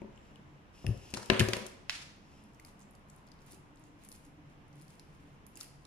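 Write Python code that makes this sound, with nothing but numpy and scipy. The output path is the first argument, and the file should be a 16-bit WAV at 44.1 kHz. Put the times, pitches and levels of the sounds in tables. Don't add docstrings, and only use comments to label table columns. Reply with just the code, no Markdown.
import sys
import numpy as np
from scipy import signal
from scipy.fft import rfft, irfft, next_fast_len
from scipy.io import wavfile
from scipy.ndimage import map_coordinates

SR = 44100
rng = np.random.default_rng(int(sys.argv[2]) if len(sys.argv) > 2 else 0)


def voltage_ratio(decibels):
    exponent = np.asarray(decibels, float) / 20
    return 10 ** exponent


def dump_mix(stems):
    frames = np.atleast_2d(stems).T
    limited = np.clip(frames, -1, 1)
    pcm = np.round(limited * 32767).astype(np.int16)
    wavfile.write(sys.argv[1], SR, pcm)


N = 258426

# frequency in Hz, level in dB per Hz.
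DRONE_COLOR = [(12, -23), (20, 8.5), (48, -3.5), (70, -3), (150, -3.5), (182, -7), (293, -7), (319, -10),
               (600, -14.5), (1030, -14.5), (1120, -16.5), (2820, -24), (4670, -36), (5380, -33),
               (11100, -51.5), (16000, -78)]
# time in seconds, level in dB.
DRONE_LEVEL = [(0, -59), (.7, -59), (1.8, -58.5), (2.6, -61.5), (3.3, -59), (3.8, -62), (4.1, -60.5),
               (4.5, -60), (5, -60.5), (5.86, -60.5)]
# frequency in Hz, likeness from -1 to 1.
LIKENESS = [(60, 0.71), (130, 0.79), (290, 0.63), (640, 0.38), (1410, -0.36), (3100, 0.21), (6820, -0.27),
            (15000, 0.47)]
# pitch in Hz, width in Hz.
ROOM_MODES = [(147, 25.6), (207, 24), (293, 36)]
# start in seconds, level in dB, hold in seconds.
MODE_SWELLS = [
    [(0, -59, 0.094), (.4, -68, 0.17), (2.04, -64, 0.017), (2.68, -66, 0.045), (3.06, -70, 0.84),
     (4.36, -64, 0.14), (4.72, -62.5, 0.087), (5.03, -65, 0.42), (5.75, -69.5, 0.12)],
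    [(0, -57, 0.049), (.3, -63.5, 0.11), (2.45, -67.5, 0.061), (2.76, -62.5, 0.076), (3.06, -75.5, 0.13),
     (4.1, -65, .05), (5.42, -67.5, 0.13)],
    [(3.8, -67.5, 0.31), (4.27, -63.5, 0.12)],
]
# start in seconds, level in dB, hold in seconds.
TRAFFIC = [
    (2.65, -70, 1),
    (5.1, -84, .3),
]
# frequency in Hz, seconds to fall by 60 dB.
ROOM_DECAY = [(100, 0.24), (500, 0.69), (2500, 0.61), (6000, 0.65), (14000, 0.26)]
# frequency in Hz, level in dB.
ROOM_COLOR = [(60, -44), (300, -4.5), (1000, -2), (3000, -9.5), (8000, -8), (15000, -2.5)]
# time in seconds, level in dB.
SLIDES = [
    [(.12, -82), (.17, -90), (.25, -73), (.36, -78), (.45, -100)],
    [(.7, -96), (.75, -64.5), (.82, -62), (.9, -62.5), (.97, -65), (1.04, -60.5), (1.11, -59),
     (1.16, -64.5), (1.29, -57)],
    [(2.12, -101), (2.25, -73.5), (2.4, -70), (2.5, -79), (2.56, -82)],
]
# pitch in Hz, width in Hz, level in dB.
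BLADE_SHEEN = [(2700, 420, -1.5), (5280, 570, -6), (7500, 1240, -9), (10300, 1000, -10),
               (12600, 2800, -16.5), (4000, 5600, -20.5)]
# start in seconds, level in dB, hold in seconds.
BLADE_SINGING = [
    (.16, -79, 0.086),
    (.43, -87, .1),
]
# start in seconds, level in dB, hold in seconds.
CREAKS = [
    (.87, -57.5, .1),
    (1.15, -54, 0.082),
    (1.31, -40.5, 0.06),
    (1.41, -47, 0.048),
    (1.49, -47, 0.074),
    (1.58, -51, 0.064),
]
# pitch in Hz, width in Hz, level in dB.
CREAK_MODES = [(208.8, 39, -2.5), (371, 140, -7), (540, 153, -3.5), (727, 57, -7.5), (1049, 400, -13.5)]
# pitch in Hz, level in dB, seconds to fall by 60 dB.
COUNTER_MODES = [(41.3, -31, 0.093), (76, -4.5, 0.11), (111.2, -2.5, 0.31), (119, 1.5, 0.11),
                 (166.6, -10, 0.02)]
# pitch in Hz, level in dB, seconds to fall by 60 dB.
BOARD_MODES = [(212, -5, 0.16), (266.5, -13, 0.14), (288, -18.5, 0.025), (370.5, 1, 0.061),
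               (451, -10, 0.051), (526.4, -5.5, 0.094), (616, -15, 0.16), (724, -4, 0.033),
               (972, -3, 0.052)]
# start in seconds, level in dB, contact in seconds.
KNOCKS = [(.018, -33, 0.0013), (0.045, -38.5, 0.0013), (.844, -38.5, 0.00066), (0.864, -39, 0.0029),
          (0.892, -27, 0.0034), (1.137, -25.5, 0.0015), (1.173, -41, 0.0013), (1.3, -14, 0.001),
          (1.318, -20.5, 0.0017), (1.395, -22.5, 0.0008), (1.402, -11.5, 0.0031), (1.409, -22.5, 0.0014),
          (1.446, -36, 0.0026), (1.486, -25, 0.00045), (1.534, -28, 0.00043), (1.569, -31.5, 0.001),
          (1.654, -42, 0.0023), (3.533, -42.5, 0.0026)]
# start in seconds, level in dB.
PUSHES = [(0.046, -45), (0.948, -23), (0.966, -30.5), (0.981, -28.5), (1.171, -33), (1.321, -14.5),
          (1.393, -33), (1.413, -7), (1.422, -15), (1.436, -15.5), (1.453, -49), (1.479, -18.5),
          (1.503, -28), (1.534, -54.5), (1.569, -41)]
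# start in seconds, level in dB.
PALM_ROLL = [
    (.847, -21),
    (0.8603, -12.5),
    (0.87, -16),
    (.877, -13.5),
    (0.89, -5),
    (0.9012, -25),
    (0.9064, -16),
    (0.916, -20),
]
# start in seconds, peak in dB, pitch in Hz, brightness in dB.
STEEL_TAPS = [(.018, -50.5, 2380, -6), (.16, -60, 5800, -11), (.1765, -51, 2900, -6),
              (.191, -59, 2900, -20), (.3582, -50.5, 2980, 1), (.3584, -61, 5000, -11),
              (.8655, -31.5, 2770, -15), (.8657, -40, 1770, -30), (.8654, -37.5, 5200, -34),
              (.8662, -39, 10200, -14), (.8814, -44, 10300, -14), (1.393, -35, 1800, -13),
              (1.4084, -18.5, 1720, -8.5), (2.5968, -50, 2130, -8), (2.6483, -57.5, 2230, -6),
              (4.116, -70, 2200, -33), (4.995, -64, 2300, -33), (5.571, -50, 2630, -30),
              (5.6086, -51, 1280, -30), (5.631, -51, 2840, -32)]
# start in seconds, level in dB, hold in seconds.
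SKIN_STROKES = [(2.55, -76, 0.066), (2.67, -64, 0.024), (2.8, -71, 0.023), (2.945, -84, .01),
                (3.1, -75, 0.098), (3.28, -86, 0.16), (3.42, -78, 0.016), (3.48, -62, 0.073),
                (3.79, -72.5, 0.083), (4.02, -62.5, 0.04), (4.135, -62.5, 0.024), (4.2, -75, 0.065),
                (4.25, -75, 0.018), (4.5, -73.5, 0.023), (4.75, -71, 0.086), (4.82, -77, 0.015),
                (4.9, -66.5, 0.041), (4.97, -77, 0.18), (5.2, -75.5, 0.16), (5.48, -77, 0.031),
                (5.58, -62.5, 0.018), (5.615, -57, 0.032), (5.68, -79, .03), (5.82, -75, 0.026)]
# frequency in Hz, level in dB per Hz.
SKIN_COLOR = [(2500, -28), (4000, -5.5), (5000, -4), (7000, -3), (8600, -1), (10200, 0.5), (11800, -13),
              (15500, -2)]
# start in seconds, peak in dB, pitch in Hz, left-right
# difference in dB.
SKIN_SNAPS = [(2.163, -64, 10300, 0), (2.4383, -58, 9000, 1), (2.5348, -61, 8120, 3),
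              (2.5465, -58, 6200, 0), (2.598, -48, 11000, -6), (2.649, -44, 10800, 4),
              (2.662, -55, 10300, -5), (2.671, -52, 8500, 7), (2.681, -67, 4800, 1), (2.691, -66, 4500, 2),
              (2.713, -62, 7200, -2), (2.793, -53.5, 7870, 4), (2.804, -55, 7840, -5),
              (2.813, -54, 5800, 0), (2.82, -52, 7500, 2), (2.829, -60, 6500, 0), (2.9093, -62, 11100, -14),
              (2.936, -64, 11000, 0), (2.9514, -58, 4680, -3), (2.957, -61, 9000, 0), (2.994, -63, 9300, 1),
              (3.087, -62, 10000, 0), (3.0996, -53, 10000, 7), (3.162, -58, 9800, 12),
              (3.2687, -56, 9800, 1), (3.2755, -58, 5040, 7), (3.2865, -59, 9000, 0),
              (3.3173, -52.5, 4950, 6), (3.339, -64, 9500, 0), (3.39, -62, 4170, 2),
              (3.418, -57.5, 5460, 3), (3.4643, -50.5, 10500, -2), (3.5084, -60, 10050, -2),
              (3.521, -47.5, 9800, 9), (3.531, -54, 7500, -11), (3.5454, -51, 7200, -6),
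              (3.758, -57.5, 8000, -4), (3.7715, -58, 4920, 2.5), (3.796, -53.5, 10000, -4),
              (3.839, -57, 7200, -1),
              (4.037, -51, 10400, 1), (4.049, -53, 10200, 2), (4.088, -42, 10900, 1),
              (4.1035, -52, 14000, 0), (4.117, -46, 4800, 7), (4.125, -42.5, 10300, -4),
              (4.139, -58, 10900, -3), (4.16, -53, 10100, 1), (4.2505, -59, 7560, -2),
              (4.681, -63, 10400, 2), (4.729, -59, 5440, -3), (4.756, -57, 9670, -4), (4.767, -63, 9600, 1),
              (4.814, -51, 9500, 5), (4.821, -54, 9500, 7), (4.828, -62, 6200, 2), (4.8494, -66, 5800, 6),
              (4.88, -59, 5600, 2), (4.9046, -58, 4970, 5), (4.905, -55, 10800, 0), (4.954, -65, 9500, 6),
              (4.996, -46.5, 5070, -1), (4.9952, -56, 3700, -2), (4.9961, -56, 6450, -2.5),
              (5.466, -43, 11300, -10.5), (5.541, -65, 4840, -1), (5.556, -48, 9500, 2),
              (5.563, -49, 7400, 0), (5.5728, -41, 10600, -16), (5.6048, -41.5, 7400, 11),
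              (5.61, -37, 4950, 8), (5.61, -37.5, 10600, -17), (5.631, -42.5, 10400, -14),
              (5.643, -50, 10400, -2), (5.756, -63, 7500, -2), (5.8514, -57, 7300, 10),
              (5.8516, -51, 4160, -4)]
# pitch in Hz, level in dB.
HUSK_BANDS = [(4900, -9.5), (7300, -3.5), (10500, -2), (14000, -9)]
# start in seconds, level in dB, hold in seconds.
FIBRE_TEARS = [
    (1.15, -54.5, 0.044),
    (1.41, -46, 0.0091),
    (1.53, -48.5, 0.013),
]
# frequency in Hz, level in dB per Hz.
FIBRE_COLOR = [(400, -6), (600, -3), (1000, -4), (1600, -5), (3200, -22), (4200, -4), (4800, -7),
               (10000, -12), (15500, -31)]
# start in seconds, level in dB, hold in seconds.
DEEP_SPLIT = [
    (1.31, -42, 0.053),
]
# frequency in Hz, level in dB per Hz.
FLESH_COLOR = [(500, -17), (1000, 2), (1800, -3), (3500, 1), (4300, -16), (4900, -20), (9000, -13),
               (15500, -40)]
# start in seconds, level in dB, hold in seconds.
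STICKY_RELEASE = [
    (1.415, -61, 0.04),
    (1.545, -50.5, 0.015),
    (1.905, -47, 0.054),
]
# frequency in Hz, level in dB per Hz.
STICKY_COLOR = [(470, -46), (800, -18.5), (2270, -6), (2470, -5), (5270, -8.5), (10800, -20.5),
                (14900, -38), (15500, -50)]
# start in seconds, peak in dB, pitch in Hz, brightness in dB,
# left-right difference in dB.
CRACKS = [(.846, -42.5, 600, -40, -6.5), (.894, -59, 9000, -6, 3), (.9755, -47.5, 5260, -2, 3),
          (1.052, -60, 11000, -8, 3), (1.104, -52, 5500, 7, 12), (1.1114, -50, 5070, 2, 10),
          (1.1388, -26, 2460, -14, 1), (1.139, -27, 6440, -14, 9), (1.1454, -31, 4190, -6, 8),
          (1.2595, -46, 3600, 9.5, 9), (1.2999, -11.5, 1800, -25, 6), (1.3004, -11.5, 3150, -15, 6),
          (1.3087, -30, 1640, -24, 11), (1.3434, -30, 2380, -26.5, 11), (1.391, -33, 2000, -13, -5),
          (1.3951, -11.5, 2560, -9.5, -3), (1.396, -22.5, 6370, -2.5, 7), (1.4024, -16.5, 2820, -4, 2.5),
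          (1.4863, -27.5, 2010, -0.5, -1.5), (1.4866, -26, 5200, -2, 6), (1.5332, -16.5, 2330, -13, 1.5),
          (1.5342, -24, 4440, -6, 8), (1.5404, -45, 2440, -10, 3), (1.5673, -30, 2000, 1, 2),
          (1.6652, -32.5, 7700, -31, 7), (1.6655, -41.5, 4000, -20, 3), (1.8955, -39.5, 900, -30, 2.5),
          (1.8955, -20, 2120, -27, -4.5), (1.8958, -23.5, 4500, -31, -7), (1.9034, -27.5, 3280, -18, 0)]
# frequency in Hz, level in dB.
MIC_RESPONSE = [(20, -8), (60, 0), (7800, 0), (8300, -4), (8800, 0), (11000, 0), (12500, -4), (15150, -5),
                (15450, -28), (16500, -31)]


def unit(x):
    return x / np.sqrt(np.mean(x ** 2) + 1e-20)


def along(points, hz):
    f, v = np.transpose(points)
    return np.interp(np.log(hz + 1), np.log(f + 1), v)


def level_curve(rows):
    s, db = np.transpose(rows)
    return np.interp(np.arange(N) / SR, s, db)


def wobble(rate):
    knots = rng.standard_normal(int(N * rate / SR) + 4)
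    return map_coordinates(knots, [np.arange(N) * rate / SR])


def swell(rows, rise, fall):
    t = np.arange(N) / SR
    gain = 0
    for s, db, hold in rows:
        climb = rise * np.maximum(s - t, 0)
        fade = fall * np.maximum(t - s - hold, 0)
        gain = gain + voltage_ratio(db - climb - fade)
    return gain


def filtered(x, response):
    m = next_fast_len(N + SR // 2)
    return irfft(rfft(x, m) * response(np.fft.rfftfreq(m, 1 / SR)), m)[..., :N]


def colored(x, color):
    return unit(filtered(x, lambda hz: voltage_ratio(along(color, hz))))


def peaks(rows):
    def response(f):
        total = 0
        for k, (hz, width, db) in enumerate(rows):
            total = total + (-1) ** k * voltage_ratio(db) * 1j * f * width / (hz * hz - f * f + 1j * f * width)
        return total
    return response


def resonant(x, rows):
    return unit(filtered(x, lambda f: peaks(rows)(f) ** 2))


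def grit(rate, spread_db):
    size = np.minimum(rng.exponential(size=N), 2)
    return unit((rng.random(N) < rate / SR) * rng.standard_normal(N) * voltage_ratio(spread_db * size))


def add(track, s, sound, pan_db):
    half = np.clip(pan_db, -9, 9) / 2
    start = round(s * SR)
    track[:, start:start + sound.shape[-1]] += sound * voltage_ratio([[half], [-half], [0]])


def burst(t, hz, t60, width):
    b, a = signal.iirpeak(np.clip(hz, 200, 18000), 1 / np.clip(1.5 * width, .1, 1.3), SR)
    kick = np.arange(len(t)) == 0
    both, left, right = rng.standard_normal((3, len(t))) * voltage_ratio(-60 * t / t60)
    drive = [5.8 * kick + both + 1.28 * left, 4.8 * kick + both + 1.37 * right, kick]
    x = signal.lfilter(b, a, signal.lfilter(b, a, drive))
    x = x / np.linalg.norm(x, axis=1, keepdims=True)
    return x / np.abs(x[:2]).max()


def rough_hits(rows, width, t60):
    out, t = np.zeros((3, N + SR)), np.arange(SR // 16) / SR
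    lean_db = 1.5 * np.array([[-1], [1], [0]])
    for s, db, hz, bright_db, pan_db in rows:
        spit = voltage_ratio(bright_db + lean_db) * burst(t, 8500, .7 * t60, width=.6)
        add(out, s, voltage_ratio(db) * (burst(t, hz, t60, width) + spit), pan_db)
    return out[:, :N]


def traffic():
    hush = resonant(rng.standard_normal((2, N)), [(960, 600, 0)])
    return swell(TRAFFIC, rise=28, fall=28) * voltage_ratio(2.5 * wobble(6)) * hush


def booming():
    rest_db, slope = -75, 214
    out = 0
    for (hz, width), rows in zip(ROOM_MODES, MODE_SWELLS):
        gain = voltage_ratio(rest_db + 4.0 * wobble(5)) + swell(rows, slope, slope)
        out = out + gain * resonant(rng.standard_normal(N), [(hz, width, 0)])
    return out


def drone():
    def middle_and_side(hz):
        turn = np.arccos(np.clip(along(LIKENESS, hz), -1, 1)) / 2
        return voltage_ratio(along(DRONE_COLOR, hz)) * [np.cos(turn), np.sin(turn)]

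    mid, side = filtered(rng.standard_normal((2, N)), middle_and_side)
    level_db = level_curve(DRONE_LEVEL) + 3.0 + 0.7 * wobble(3.724)
    air = voltage_ratio(level_db) * unit(np.array([mid + side, mid - side]))
    return air + booming() + traffic()


def kitchen(x):
    hz, t, z = signal.stft(rng.standard_normal((2, SR)), SR, nperseg=256)
    fade = voltage_ratio(-60 * t / along(ROOM_DECAY, hz)[:, None])
    tail = signal.istft(z * fade, SR, nperseg=256)[1]
    build_up = 1 - np.exp(-np.arange(tail.shape[1]) / SR / 0.0028)
    tail = tail * build_up / np.linalg.norm(tail[0])
    answer = signal.fftconvolve(x[None], tail, axes=1)[:, :N]
    return filtered(answer, lambda f: voltage_ratio(along(ROOM_COLOR, f)))


def slide():
    points = []
    for span in SLIDES:
        points += [(span[0][0] - .03, -120), *span, (span[-1][0] + .03, -120)]
    rub = rng.standard_normal(N) + .5 * grit(1500, spread_db=2)
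    gain = voltage_ratio(level_curve(points) - 0.5 + 0.8 * wobble(31.9))
    return gain * unit(filtered(rub, peaks(BLADE_SHEEN))) * voltage_ratio([[1.5], [-1.5], [0]])


def singing_blade():
    return swell(BLADE_SINGING, rise=450, fall=510) * resonant(rng.standard_normal(N), [(7400, 350, 0)])


def creak():
    slips = rng.standard_normal((3, N)) + 1.6 * rng.standard_normal(N)
    slips = slips * voltage_ratio(1.6 * wobble(60))
    wood = swell(CREAKS, rise=1200, fall=340) * resonant(slips, CREAK_MODES)
    return wood * voltage_ratio([[5], [-5], [-6]])


def ring(modes, t, scatter_db):
    out = 0
    for hz, db, t60 in modes:
        strength, shift = rng.standard_normal(2)
        detune = 1 + .035 * shift
        out = out + voltage_ratio(db + scatter_db * strength - 60 * t / t60) * np.sin(2 * np.pi * hz * detune * t)
    return out


def thuds():
    out, t = np.zeros((3, N + SR)), np.arange(SR // 3) / SR
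    hand_s = 0.00099
    muffled = [(hz, db, 0.47 * t60) for hz, db, t60 in COUNTER_MODES]
    blows = [(s, db - 8.5, contact, BOARD_MODES, 8.5) for s, db, contact in KNOCKS]
    blows += [(s, db - 19.5, hand_s, COUNTER_MODES, 5.5) for s, db in PUSHES]
    blows += [(s, db - 21.5, hand_s, muffled, 5.5) for s, db in PALM_ROLL]
    for s, db, contact, modes, pan_db in blows:
        push = np.hanning(round(contact * SR) + 3)
        thud = signal.fftconvolve(ring(modes, t, scatter_db=3.5), push / push.sum())
        add(out, s, voltage_ratio(db) * thud, pan_db)
    return out[:, :N]


def taps():
    return rough_hits([(*row, 7) for row in STEEL_TAPS], width=0.15, t60=0.0087)


def snaps():
    out, t = np.zeros((3, N + SR)), np.arange(SR // 40) / SR
    for s, db, hz, pan_db in SKIN_SNAPS:
        click = 0
        for band_hz, band_db in HUSK_BANDS:
            band_gain = voltage_ratio(band_db + 6.7 * rng.standard_normal())
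            click = click + band_gain * burst(t, band_hz, 0.013, width=0.2)
        snap = burst(t, hz, 0.017, width=0.29) + voltage_ratio(-5) * click
        tick = voltage_ratio(-81) * burst(t, 2260, 0.021, width=0.33)
        add(out, s, voltage_ratio(db + 1.0) * snap + tick, pan_db)
    return out[:, :N]


def rustle():
    tears = rng.standard_normal((3, N)) + 2.1 * grit(900, spread_db=3.5)
    fine = colored(tears * voltage_ratio(2.5 * wobble(45)), SKIN_COLOR)
    dull = unit(filtered(rng.standard_normal((3, N)), peaks([(2300, 1800, 0)])))
    return swell(SKIN_STROKES, rise=450, fall=510) * (fine + voltage_ratio(-5.5) * dull)


def tearing(effort, color, grain, clump_db):
    tears = rng.standard_normal((3, N)) + grain * grit(2000, spread_db=3)
    return effort * voltage_ratio(clump_db * wobble(69.1)) * colored(tears, color)


def crush():
    fibres = tearing(swell(FIBRE_TEARS, 1200, 180), FIBRE_COLOR, grain=1.7, clump_db=5.0)
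    split = tearing(swell(DEEP_SPLIT, 1200, 180), FLESH_COLOR, grain=1.3, clump_db=5.0)
    release = tearing(swell(STICKY_RELEASE, 1200, 124), STICKY_COLOR, grain=0.54, clump_db=2.1)
    return fibres + split + release


def cracks():
    return rough_hits(CRACKS, width=0.61, t60=0.021)


def scene():
    blade = slide() + singing_blade() + taps()
    board = creak() + thuds()
    clove = snaps() + rustle() + crush() + cracks()
    left, right, feed = blade + board + clove
    late = np.pad(right, (2, 0))[:N]
    return np.array([left, late]) + kitchen(feed) + drone()


def roll_off(x):
    return signal.sosfilt(signal.butter(12, 16520, fs=SR, output="sos"), x)


def record(dry):
    heard = dry + voltage_ratio(-81.5) * rng.standard_normal(dry.shape)
    mix = filtered(heard, lambda hz: voltage_ratio(along(MIC_RESPONSE, hz)))
    return roll_off(mix)


dry = scene()
out = record(dry)
dump_mix(out)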